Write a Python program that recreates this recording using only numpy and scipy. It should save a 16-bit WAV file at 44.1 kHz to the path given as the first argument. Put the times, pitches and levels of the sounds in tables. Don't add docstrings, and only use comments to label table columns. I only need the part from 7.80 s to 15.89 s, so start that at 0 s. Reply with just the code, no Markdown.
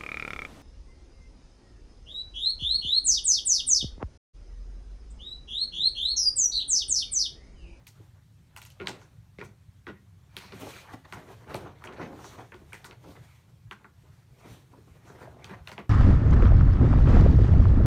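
import sys
import numpy as np
from scipy import signal
from scipy.fft import rfft, irfft, next_fast_len
from scipy.io import wavfile
from scipy.ndimage import uniform_filter1d, map_coordinates

SR = 44100
rng = np.random.default_rng(int(sys.argv[2]) if len(sys.argv) > 2 else 0)


def waveform_to_disk(signal):
    frames = np.transpose(np.atleast_2d(signal))
    scaled = np.clip(frames, -1, 1) * 32767
    samples = np.round(scaled).astype(np.int16)
    wavfile.write(sys.argv[1], SR, samples)


def gain_from_decibels(decibels):
    exponent = np.asarray(decibels, float) / 20
    return 10 ** exponent


N = 356945

# t/s, level/dB
RUMBLE_LEVEL = [(0.0, -55.5), (3.04, -56.5), (3.22, -55.5), (3.9, -51.5), (6.17, -58.5), (7.64, -52),
                (8.09, -55)]
# f/Hz, level/dB
FLAP_COLOUR = [(71, -8.5), (120, -4), (353, -0.5), (396, -0.5), (445, -2), (479, -3.5), (1500, -18),
               (1950, -49), (3300, -77), (6000, -120)]
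# f/Hz, level/dB
RUB_COLOUR = [(290, -28), (500, -3), (900, 1), (2000, -5.5), (2360, -9), (2800, -16), (3710, -18),
              (5000, -25.5), (6500, -25.5), (11000, -120)]
# f/Hz, level/dB
SWISH_COLOUR = [(2060, -2), (3500, -5), (4320, -6.5), (4930, -6.5), (6090, -7.5), (7600, -11.5),
                (9200, -10), (10400, -14.5), (11500, -12.5), (14500, -16.5), (15200, -13), (16000, -43)]
# f/Hz, level/dB
TRAFFIC_COLOUR = [(15, -54), (25, -12), (43, -9), (51, -7.5), (64, -4.5), (113, -2.5), (178, -10.5),
                  (204, -37), (222, -26.5), (254, -66), (300, -45), (390, -46), (660, -120)]
# f/Hz, level/dB
HISS_COLOUR = [(120, -52), (200, -1), (236, -3.5), (254, -5), (311, -8.5), (360, -11), (473, -16.5),
               (2380, -19), (2860, -21.5), (3130, -20.5), (5130, -22), (5940, -23.5), (10300, -27.5),
               (15100, -30.5), (16000, -41)]
# delay t/s, level/dB
REFLECTIONS = [(.002, -2), (.0035, -7.5), (.0075, -8), (.0085, -14.5), (0.0098, -8.5), (0.0117, -26),
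               (0.017, -8.5), (.0195, -9), (.023, -11)]
# f/Hz, time to fall 60 dB t/s
DECAY_TIMES = [(150, 0.32), (500, 0.23), (1400, 0.22), (3700, 0.26), (9000, 0.23), (15000, 0.23)]
# t/s, level/dB, rub over flap/dB, swell time/s
FLAPS = [(0.201, -72, -14, 0.0078), (0.993, -52, -11, 0.0088), (2.071, -45.5, -1, 0.01),
         (2.856, -41, -7, 0.011), (3.132, -40, -8, 0.0064), (3.242, -55, 2, 0.0089),
         (3.352, -44, -1.5, 0.016), (3.493, -48, -6.5, 0.013), (3.735, -32.5, -3, 0.0061),
         (3.848, -48.5, -7, 0.03), (4.187, -34.5, -11.5, 0.018), (4.289, -44.5, -18, 0.016),
         (4.33, -49, -18, 0.012), (4.435, -48.5, -23, 0.021), (4.579, -48, 1.5, 0.012),
         (4.809, -52, -27, 0.014), (5.266, -48, -25, 0.022), (5.346, -51.5, -3.5, 0.019),
         (6.23, -66, -1, 0.044), (6.639, -46.5, -3.5, 0.011), (6.727, -65, -18, 0.0054),
         (6.927, -56, -20, 0.0073), (6.975, -50.5, -27, 0.0065), (7.067, -56.5, -19, 0.012),
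         (7.149, -55, -23, 0.0062), (7.293, -58, -7, 0.0065), (7.463, -56, -24, 0.013),
         (7.536, -50, -15, 0.013), (7.688, -43, -1, 0.019),
         (1.031, -43, -24, 0.05),
    (1.619, -38.5, -9, 0.0052),
    (2.732, -63, -10, 0.0061),
    (3.689, -41, -1.5, 0.03),
    (5.237, -48, -9, 0.016),
    (7.984, -46.5, 5, 0.0072),
]
# f/Hz, width/Hz, level/dB
THUD_MODES = [(196, 21, 8), (366.5, 51, 3), (292, 330, -10.5)]
# f/Hz, width/Hz, level/dB
BOUNCE_PEAKS = [(950, 240, 11), (1426, 89, 12.5), (1970, 260, 5), (2130, 76, -27), (4570, 490, 9)]
# middle t/s, spread/s, swish level/dB, rub over swish/dB
DRAGS = [(0.23, 0.054, -66.5, -2), (0.82, 0.067, -69.5, 5), (1.16, 0.11, -65.5, 3), (1.66, 0.077, -80, 8),
         (2.62, 0.026, -52, -2.5), (2.9, 0.098, -50, -2.5), (3.11, 0.038, -60.5, 8),
         (3.36, 0.042, -59, 5.5), (3.53, 0.073, -59, 2.5), (3.77, 0.037, -52, -14),
         (4.02, 0.053, -67.5, 10.5), (4.22, 0.031, -62, 21), (4.48, 0.094, -55.5, -1.5),
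         (4.96, 0.1, -61.5, -5), (5.1, 0.022, -77, 7), (5.31, 0.045, -57.5, -9), (5.48, 0.097, -62, -6),
         (6.0, 0.068, -82, 2), (6.31, 0.082, -68, -1), (6.71, 0.079, -58.5, -25), (7.1, 0.14, -68, -13),
         (7.38, 0.093, -61, 5.5), (7.7, 0.039, -61, 13.5), (7.91, 0.033, -58.5, 4)]
# middle t/s, spread/s, flap level/dB, rub over flap/dB
BILLOWS = [(0.0, 0.025, -67.5, 1.5), (0.2, 0.051, -67, -28), (0.37, 0.023, -70.5, 1.5),
           (0.85, 0.17, -73.5, -5), (1.1, 0.039, -59, 8.5), (1.22, 0.06, -59, -23),
           (1.69, 0.051, -63.5, -25), (2.15, 0.22, -84, 7.5), (2.6, 0.1, -68, -1), (2.7, 0.046, -62.5, 9),
           (2.83, 0.017, -43, -18), (3.1, 0.032, -54, -8), (3.49, 0.03, -49, -20), (3.78, 0.061, -42.5, -7),
           (4.1, 0.035, -43.5, -4.5), (4.3, 0.098, -45, -20), (4.6, 0.029, -46, -5), (4.83, 0.05, -60, -23),
           (5.1, 0.03, -52.5, -6.5), (5.29, 0.06, -56, -21), (5.71, 0.049, -65.5, -19),
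           (6.0, 0.07, -68.5, 2.5), (6.26, 0.042, -79, -8), (6.7, 0.074, -55.5, -25),
           (6.96, 0.034, -57, -17), (7.22, 0.045, -78, -11), (7.43, 0.1, -49.5, -28),
           (7.68, 0.068, -56, -19), (8.0, 0.015, -47, 0)]
# t/s, peak level/dB, thud/dB, sparkle/dB, hardness/dB
WHIP = [
    (1.058, -37.5, -17, -7, -7),
    (1.0714, -17, -38, -10.5, -2),
    (1.0833, -34.5, -1, -3.5, -4.5),
    (1.093, -34.5, -6, -1.5, -11),
    (1.2147, -46, -14, -10, -2.5),
]
# t/s, peak level/dB, thud/dB, sparkle/dB, hardness/dB
SNAPS = [(2.5668, -20, -22.5, -17.5, 1.5), (2.8, -52, 7, 8, 15), (3.3243, -26.5, -13, -14.5, -3),
         (3.7441, -24.5, -5, -17.5, 0.5), (4.0393, -29.5, -31, -13, -1.5), (4.743, -40, -5.5, -21, 2),
         (4.931, -32, -10, -11, -2.5), (5.044, -32, -35, -11, 2.5), (5.0479, -36.5, -10, -5.5, -3.5),
         (5.911, -26.5, -17.5, -20.5, -0.5), (7.6438, -29, -20, -23, 4), (7.8735, -26, -25, -17, 1.5),
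         (7.9162, -29, -14, -19, 0.5)]
# t/s, peak level/dB, thud/dB, wall answer/dB, hardness/dB
KNOCKS = [(0.9999, -31, -5, 4, -1), (1.0157, -39, -12, 3, 1.5), (1.5855, -39, 4.5, -7.5, -2.5),
          (1.5924, -45, -18, 11, 9), (1.6034, -40.5, -14, -5, -3), (1.6123, -34, -1.5, -4, -4),
          (2.0676, -32.5, -7.5, 1, -3), (2.0874, -43.5, -3, 10.5, -1.5), (2.638, -48, -10, 8.5, -2),
          (2.722, -33, -9, 0.5, 0.4), (2.9373, -46, -14, 13.5, 4), (3.6771, -46, -16, 7, -2),
          (4.071, -35, -16, -23, -1.5), (4.72, -36, -9, 1, -3), (5.1103, -34, -37, -2.5, 2),
          (6.0444, -36.5, -11.5, -6.5, -4), (7.6949, -41.5, -7.5, 7.5, -2.5),
          (7.9795, -27.5, -9.5, -4.5, -1)]
# t/s, peak level/dB, thud/dB, sparkle/dB
SLAPS = [
    (4.1952, -27.5, -13, -36),
    (4.3903, -36.5, -27, -32),
    (4.4425, -34, -23, -10),
    (7.3002, -44, 2.5, -10),
]
# t/s, peak level/dB, sparkle/dB, treble lift/dB
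CRACKLES = [(0.068, -39.5, -1.5, 8.5), (0.7632, -32.5, -7.5, 12), (0.8165, -37.5, -5.5, 9),
            (0.851, -44.5, 0.5, 6), (0.901, -52.5, 2, 1), (1.638, -42.5, -8.5, 13), (1.649, -50, -18, 2),
            (2.6024, -36.5, -12, -9), (3.9857, -51, -13, -2), (4.125, -40, -16, 5), (4.995, -59, -8, 0)]
# middle t/s, level/dB
THROBS = [(.12, -73), (.2, -51), (.5, -54), (.87, -59), (1.04, -46.5), (1.4, -47), (1.64, -49),
          (1.88, -48.5), (2.09, -53), (2.329, -50.5), (2.53, -56), (2.76, -52), (2.869, -48), (3.14, -50),
          (3.36, -46), (3.72, -46), (3.83, -52), (4.53, -51), (4.86, -52), (5.11, -49), (5.4, -49),
          (5.76, -50), (5.87, -48), (6.18, -61), (6.3, -46.5), (6.52, -51), (6.72, -47.5), (7.09, -48.5),
          (7.55, -53), (7.81, -47.5)]
# t/s, peak level/dB, f/Hz, dying
# time/s
PUFFS = [(.0705, -41.5, 2290, 0.0013), (.7635, -39, 2640, .0015), (.8175, -41.5, 2540, .002),
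         (.8515, -45.5, 2830, 0.0027), (.9025, -48.5, 2760, 0.0037), (1.0835, -34, 7450, .0015),
         (1.0925, -40, 8500, .0015), (1.2165, -48, 906, 0.0023), (1.586, -41, 2200, 0.0013),
         (1.593, -44, 2600, .002), (1.6045, -48, 1600, .002), (1.612, -35.5, 2080, .003),
         (2.0675, -38, 1620, 0.0019), (2.068, -44, 3400, 0.0025), (2.575, -45, 1430, .006),
         (2.866, -40, 700, 0.0078), (2.957, -43, 1570, .003), (3.107, -50, 810, .003),
         (3.128, -47, 710, 0.0036), (3.3255, -37.5, 990, 0.0013), (3.333, -48, 1460, 0.003),
         (3.361, -47, 1030, .004), (3.5, -44, 780, 0.0066), (3.701, -49, 590, .004),
         (3.755, -42, 8900, .002), (3.764, -43, 8750, .002), (3.857, -41, 810, 0.0085),
         (4.019, -41, 1090, 0.0016), (4.0725, -34, 2640, 0.0023), (4.328, -41, 900, 0.0046),
         (4.592, -40.5, 820, 0.0032), (4.7205, -42.5, 2260, 0.002), (4.742, -44.5, 990, 0.004),
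         (4.921, -41, 1560, 0.0034), (4.931, -31.5, 2170, 0.00099), (4.94, -39.5, 1900, 0.02),
         (5.111, -51, 3000, .002), (5.36, -51, 2020, 0.0089), (5.9115, -39, 1000, 0.0026),
         (5.912, -48, 1980, 0.0021), (5.92, -41, 1490, 0.0069), (5.965, -57, 1400, 0.0089),
         (6.0455, -44, 1010, 0.0026), (6.052, -48, 1430, 0.0066), (6.933, -48, 950, 0.008),
         (7.472, -40.5, 657, 0.0029), (7.644, -40, 2480, 0.0018), (7.874, -32, 3100, 0.00093),
         (.0702, -41, 12400, .001), (.195, -49.5, 330, 0.0084), (.763, -46, 12100, 0.00092),
          (.817, -43, 11500, .001), (.851, -43, 11500, 0.0011), (.902, -47, 11500, .001),
          (1.071, -22.5, 4160, 0.001), (1.0741, -38, 2040, .0005), (2.5672, -35.5, 11600, 0.0011),
          (2.734, -43, 243, 0.0089), (2.938, -52, 2440, 0.0018), (2.985, -46, 1930, 0.0049),
          (3.022, -58, 1220, 0.0044), (3.744, -36.5, 12000, .001), (3.7443, -31, 900, .005),
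          (3.753, -43, 1330, 0.0065), (4.18, -34.5, 505, 0.0038), (4.225, -40, 920, .006),
          (4.9308, -41, 9000, 0.0011), (5.049, -44, 885, 0.0048), (5.245, -52, 554, 0.0099),
          (6.231, -57, 400, 0.014), (6.61, -52, 1050, 0.0076), (6.63, -50, 700, 0.0086),
          (6.649, -66, 505, 0.0095), (6.98, -52, 430, 0.0045), (7.073, -66, 380, .008),
          (7.159, -59, 332, 0.0035), (7.241, -55, 350, 0.0074), (7.352, -55, 340, 0.0069),
          (7.374, -50, 460, .006), (7.429, -45, 350, 0.0088), (7.566, -48, 654, 0.0038),
          (7.98, -36, 760, 0.0034)]
# middle t/s, spread/s, level/dB, f/Hz
SINGING = [(1.225, 0.013, -67, 6000), (1.655, 0.014, -66, 6250), (2.65, 0.035, -59, 4330),
           (2.9, 0.023, -60.5, 5890), (2.99, 0.035, -61, 3870), (4.47, 0.023, -57, 6140),
           (4.49, 0.026, -60.5, 3700), (4.53, 0.093, -70, 6150), (5.31, 0.014, -66.5, 4030),
           (6.64, 0.018, -63.5, 930), (6.75, 0.024, -67.5, 3480), (7.29, 0.012, -65.5, 6400)]
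# f/Hz, width/Hz, level/dB
LOW_MODES = [(110.8, 65, -5)]
# middle t/s, spread/s, level/dB, f/Hz
STREAKS = [
    (2.161, 0.026, -69, 1900),
    (2.679, 0.055, -61, 2350),
    (2.96, 0.057, -57, 2350),
    (4.46, 0.02, -65.5, 6050),
    (5.5, 0.036, -69, 2280),
    (6.64, .04, -68.5, 2280),
    (7.15, .04, -76, 2400),
    (7.43, .02, -71, 2380),
    (7.471, 0.012, -65, 1580),
    (7.52, 0.042, -84, 2200),
]
# f/Hz, width/Hz, share removed
PORT_DIPS = [(4970, 560, 0.36), (10400, 680, 0.33)]
# t/s, peak level/dB, f/Hz
TICKS = [(1.0721, -19, 2300), (1.6147, -37, 2190), (2.0672, -34.5, 1660), (2.079, -40, 348),
         (2.5668, -24.5, 3060), (2.690, -52, 1310), (2.7995, -52, 1070), (2.866, -39, 750),
         (2.882, -54, 504), (2.9365, -44, 2430), (2.964, -37.5, 1530), (3.075, -46, 1520),
         (3.3243, -33, 3000), (3.7438, -28.5, 3530), (3.7462, -28, 535), (4.931, -40, 2650),
         (5.9112, -38, 2860), (7.274, -48, 800), (7.354, -55, 830), (7.455, -42, 850), (7.8735, -38, 3100),
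         (7.875, -45.5, 950), (7.8825, -42, 1350), (7.9165, -36, 1000), (7.925, -44, 1400),
         (7.979, -36, 900), (7.9825, -47, 1110)]


def unit(x):
    return x / np.sqrt(np.mean(x ** 2) + 1e-20)


def along(points, hz):
    f, v = np.transpose(points)
    return np.interp(np.log(hz + 1), np.log(f + 1), v)


def wobble(rate):
    knots = rng.standard_normal(int(N / SR * rate) + 4)
    return map_coordinates(knots, [np.arange(N) * rate / SR])


def filtered(x, response):
    m = next_fast_len(len(x) + min(4 * len(x), SR // 4))
    return irfft(rfft(x, m) * response(np.fft.rfftfreq(m, 1 / SR)), m)[:len(x)]


def resonance(f, centre_hz, width_hz):
    return 1j * f * width_hz / (centre_hz ** 2 - f * f + 1j * f * width_hz)


def modes(f, rows, gain_db=0):
    return sum(gain_from_decibels(db + gain_db) * resonance(f, hz, width) for hz, width, db in rows)


def rustle(spectrum, patchy_db, share, crackle_db):
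    z = signal.stft(rng.standard_normal(N), nperseg=512)[2]
    streaks = uniform_filter1d(rng.standard_normal(z.shape), size=8, axis=1)
    patches = uniform_filter1d(streaks, size=6, axis=0)
    field = unit(patches) + 0.84 * unit(streaks)
    noise = signal.istft(z * gain_from_decibels(patchy_db * unit(field)), nperseg=512)[1][:N]
    slips = (rng.random(N) < share) * gain_from_decibels(crackle_db)
    return unit(filtered(noise * (1 + slips), lambda hz: gain_from_decibels(along(spectrum, hz))))


def tail():
    hz, t, z = signal.stft(rng.standard_normal(SR // 2), SR, nperseg=256)
    decay = gain_from_decibels(-60 * t / along(DECAY_TIMES, hz)[:, None])
    late = signal.istft(z * decay, SR, nperseg=256)[1][:SR // 2]
    late = late * np.clip((np.arange(len(late)) / SR - .006) / 0.0031, .22, 1)
    return late / np.linalg.norm(late)


def gesture_shape(u):
    return -8.5 * (np.sqrt(1 + u * u) - 1)


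def gestures(rows):
    t, power = np.arange(0, N, 64) / SR, 0
    for s, spread, db, rub_db in rows:
        u = (t - s) / spread / np.where(t > s, 0.91, 1)
        power = power + gain_from_decibels(np.array([[db], [db + rub_db]]) + gesture_shape(u)) ** 2
    return [np.interp(np.arange(N) / SR, t, row) for row in power]


def background():
    level_db = np.interp(np.arange(N) / SR, *np.transpose(RUMBLE_LEVEL))
    rumble = rustle(TRAFFIC_COLOUR, patchy_db=0.5, share=0, crackle_db=0)
    rumble = unit(gain_from_decibels(1.15 * wobble(12)) * rumble)
    rumble = unit(filtered(rumble, lambda f: 1 + modes(f, LOW_MODES, gain_db=-3)))
    hiss = rustle(HISS_COLOUR, patchy_db=1.8, share=0, crackle_db=0)
    throb, _ = gestures([(s, 0.017, db, 0) for s, db in THROBS])
    return np.sqrt(gain_from_decibels(level_db) ** 2 + throb) * rumble + gain_from_decibels(-70) * hiss


def puffs():
    t = np.arange(4096) / SR
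    for s, db, hz, dying in PUFFS:
        puff = np.exp(-t / dying) * rng.standard_normal(len(t))
        pop = filtered(puff, lambda f: resonance(f, hz, hz / 3.4) ** 2)
        yield round(s * SR), gain_from_decibels(db) * pop / np.abs(pop).max()


def ticks():
    push = np.zeros(4096)
    push[0] = 1
    for s, db, hz in TICKS:
        tick = filtered(push, lambda f: resonance(f, hz, hz / 1.9) ** 2)
        yield round(s * SR), gain_from_decibels(db) * tick / np.abs(tick).max()


def singing_edges():
    for rows, sharp in (SINGING, 2.4), (STREAKS, 6):
        for s, spread, db, hz in rows:
            u = np.arange(-SR // 4, SR // 4) / SR / spread
            noise = rng.standard_normal(len(u))
            hiss = unit(filtered(noise, lambda f: resonance(f, hz, hz / sharp) ** 2))
            yield round(s * SR) - SR // 4, gain_from_decibels(db + gesture_shape(u)) * hiss


def small_sounds():
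    dry = np.zeros((2, N + SR))
    for source in puffs(), ticks(), singing_edges():
        for k, (start, sound) in enumerate(source):
            dry[k % 2, start:][:len(sound)] += sound
    wet = sum(signal.fftconvolve(part, tail())[:N + SR] for part in dry)
    return (dry.sum(0) + gain_from_decibels(-8.5) * wet)[:N]


def blows():
    rows = []
    for s, db, thud, spark, hard in SNAPS:
        rows.append((s, db, thud, spark, hard, hard + 10, -1.5 - 0.21 * (db + 40.5)))
    for s, db, thud, spark, hard in WHIP:
        rows.append((s, db, thud, spark, hard, -7.5, -1.5 - 0.21 * (db + 53)))
    for s, db, spark, lift in CRACKLES:
        rows.append((s, db, -27.5, spark, 1, lift, -1))
    for s, db, thud, wet, hard in KNOCKS:
        rows.append((s, db, thud, -38, hard, hard, wet))
    for s, db, thud, spark in SLAPS:
        rows.append((s, db, thud, spark, -8.5, -8.5, -8.5))
    return rows


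def motion():
    flap, fold_rub = gestures(BILLOWS)
    swish, drag_rub = gestures(DRAGS)
    return np.array([flap, fold_rub + drag_rub, swish])


def swells():
    t, power = np.arange(N) / SR, np.zeros((3, N))
    for s, db, rub_db, rise in FLAPS:
        u = t[:SR // 4] / np.clip(rise, .003, .04)
        start = round(s * SR)
        levels = gain_from_decibels([[db], [db + rub_db], [db + rub_db - 17.5]])
        swell = levels * u * np.exp(1 - u)
        power[:, start:start + len(u)] += swell[:, :N - start] ** 2
    before = np.exp((t[:2400] - t[2400]) / 0.006)
    for s, db, *_ in blows():
        start = round(s * SR)
        power[1, start - 2400:start] += (gain_from_decibels(.5 * (db - 40) - 24) * before) ** 2
    return power


def sheet():
    flap_gain, rub_gain, swish_gain = np.sqrt(motion() + swells())
    flutter = wobble(30)
    flap = rustle(FLAP_COLOUR, patchy_db=1.5, share=.004, crackle_db=13)
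    flap *= flap_gain * gain_from_decibels(2.03 * flutter + 0.5 * wobble(60))
    rub = rustle(RUB_COLOUR, patchy_db=3.5, share=.008, crackle_db=10)
    rub *= rub_gain * gain_from_decibels(0.91 * flutter + 2.87 * wobble(70))
    swish = rustle(SWISH_COLOUR, patchy_db=1.9, share=0.0091, crackle_db=5)
    swish *= swish_gain * gain_from_decibels(2.0 * flutter + 1.1 * wobble(50))
    turns = np.arange(N) * 4 // SR % 2 == [[0], [1]]
    dry = (flap + rub + swish) * turns
    wet = sum(signal.fftconvolve(part, tail())[:N] for part in dry)
    return 0.69 * dry.sum(0) + 0.25 * wet


def room_answer(wet_db):
    early = 1 + 0.69 * np.exp(-(np.arange(SR // 2) / SR / 0.022) ** 2)
    diffuse = gain_from_decibels(wet_db) * early * tail()
    echoes = diffuse.copy()
    for delay, echo_db in REFLECTIONS:
        at = round(abs(delay + rng.normal(0, .0003)) * SR)
        echoes[at] += gain_from_decibels(0.63 * wet_db + echo_db + rng.normal(0, 1.9))
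    return diffuse, echoes


def blow(thud_db, sparkle_db, hard_db, lift_db, wet_db):
    t = np.arange(1300) / SR
    diffuse, echoes = room_answer(wet_db)
    push = 0.17 * np.exp(-t / 0.00049) * rng.standard_normal(len(t))
    push[0] = 1
    fibres = np.exp(-t / 0.003) * (1.1 - np.exp(-t / 0.00082)) * rng.standard_normal(len(t))
    pitch_hz = 2400 * gain_from_decibels(np.clip(hard_db, -9, 6))

    def mid(f):
        edge = resonance(f, 1.5 * pitch_hz, 1.7 * pitch_hz) / (1j * f / pitch_hz + 1e-9)
        return resonance(f, pitch_hz, 2.6 * pitch_hz) ** 2 * edge ** 2 * (1 - 0.44 * resonance(f, 4700, 800))

    def low(f):
        return resonance(f, 220, 490) * modes(f, THUD_MODES)

    def bright(f):
        high = resonance(f, 5700, 6800) ** 2 * gain_from_decibels(along(SWISH_COLOUR, f) * (f > 5000) * .5)
        return high * ((f + 1) / 9000) ** (0.13 * lift_db)

    def furnished(f):
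        return (0.38 + modes(f, BOUNCE_PEAKS, gain_db=-9.5)) / (1 + .8j * f / 2500)

    def near_wall(f):
        return resonance(f, 6800, 5600)

    def peaked(part, db):
        return gain_from_decibels(db) * part / np.abs(part).max()

    crack = peaked(filtered(push, mid), 2.5)
    thud = peaked(filtered(push, low), thud_db + 0.5)
    sparkle = peaked(filtered(fibres, bright), sparkle_db)
    out = signal.fftconvolve(echoes, filtered(crack, furnished) + thud)
    spark = filtered(np.exp(-t / .00002), bright)
    scattered = signal.fftconvolve(diffuse, spark)
    out += 1.27 * scattered * np.linalg.norm(sparkle) / np.linalg.norm(spark)
    out[:len(t)] += 0.72 * crack + thud + filtered(sparkle, lambda f: 1 - .5 * near_wall(f))
    glint_s = 0.0093
    glint = gain_from_decibels(-3.5) * filtered(sparkle, lambda f: near_wall(f) ** 2)
    out[round(glint_s * SR):][:len(t)] += glint
    out[round(2 * glint_s * SR):][:len(t)] += gain_from_decibels(1) * glint
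    return out


def snaps():
    out = np.zeros(N + SR)
    for s, db, *character in blows():
        sound = blow(*character)
        out[round(s * SR):][:len(sound)] += gain_from_decibels(db) * sound
    return out[:N]


def scene():
    return (background() + small_sounds() + sheet() + snaps())[None]


def band_limit(x):
    return signal.sosfilt(signal.butter(12, 16500, fs=SR, output="sos"), x)


def record(dry):
    lag_s, knee_hz = .006, 500

    def phone(f):
        phase = np.log(1 + f / knee_hz) - f / (knee_hz + 9000)
        chirp = np.exp(-2j * np.pi * lag_s * knee_hz * phase)
        band = f ** 4 / (f ** 4 + 42.0 ** 4) * (f < 15950)
        port = 1 - sum(share * resonance(f, hz, width) for hz, width, share in PORT_DIPS)
        return chirp * band * port

    return band_limit(filtered(dry[0], phone)[None])


dry = scene()
out = record(dry)
waveform_to_disk(out)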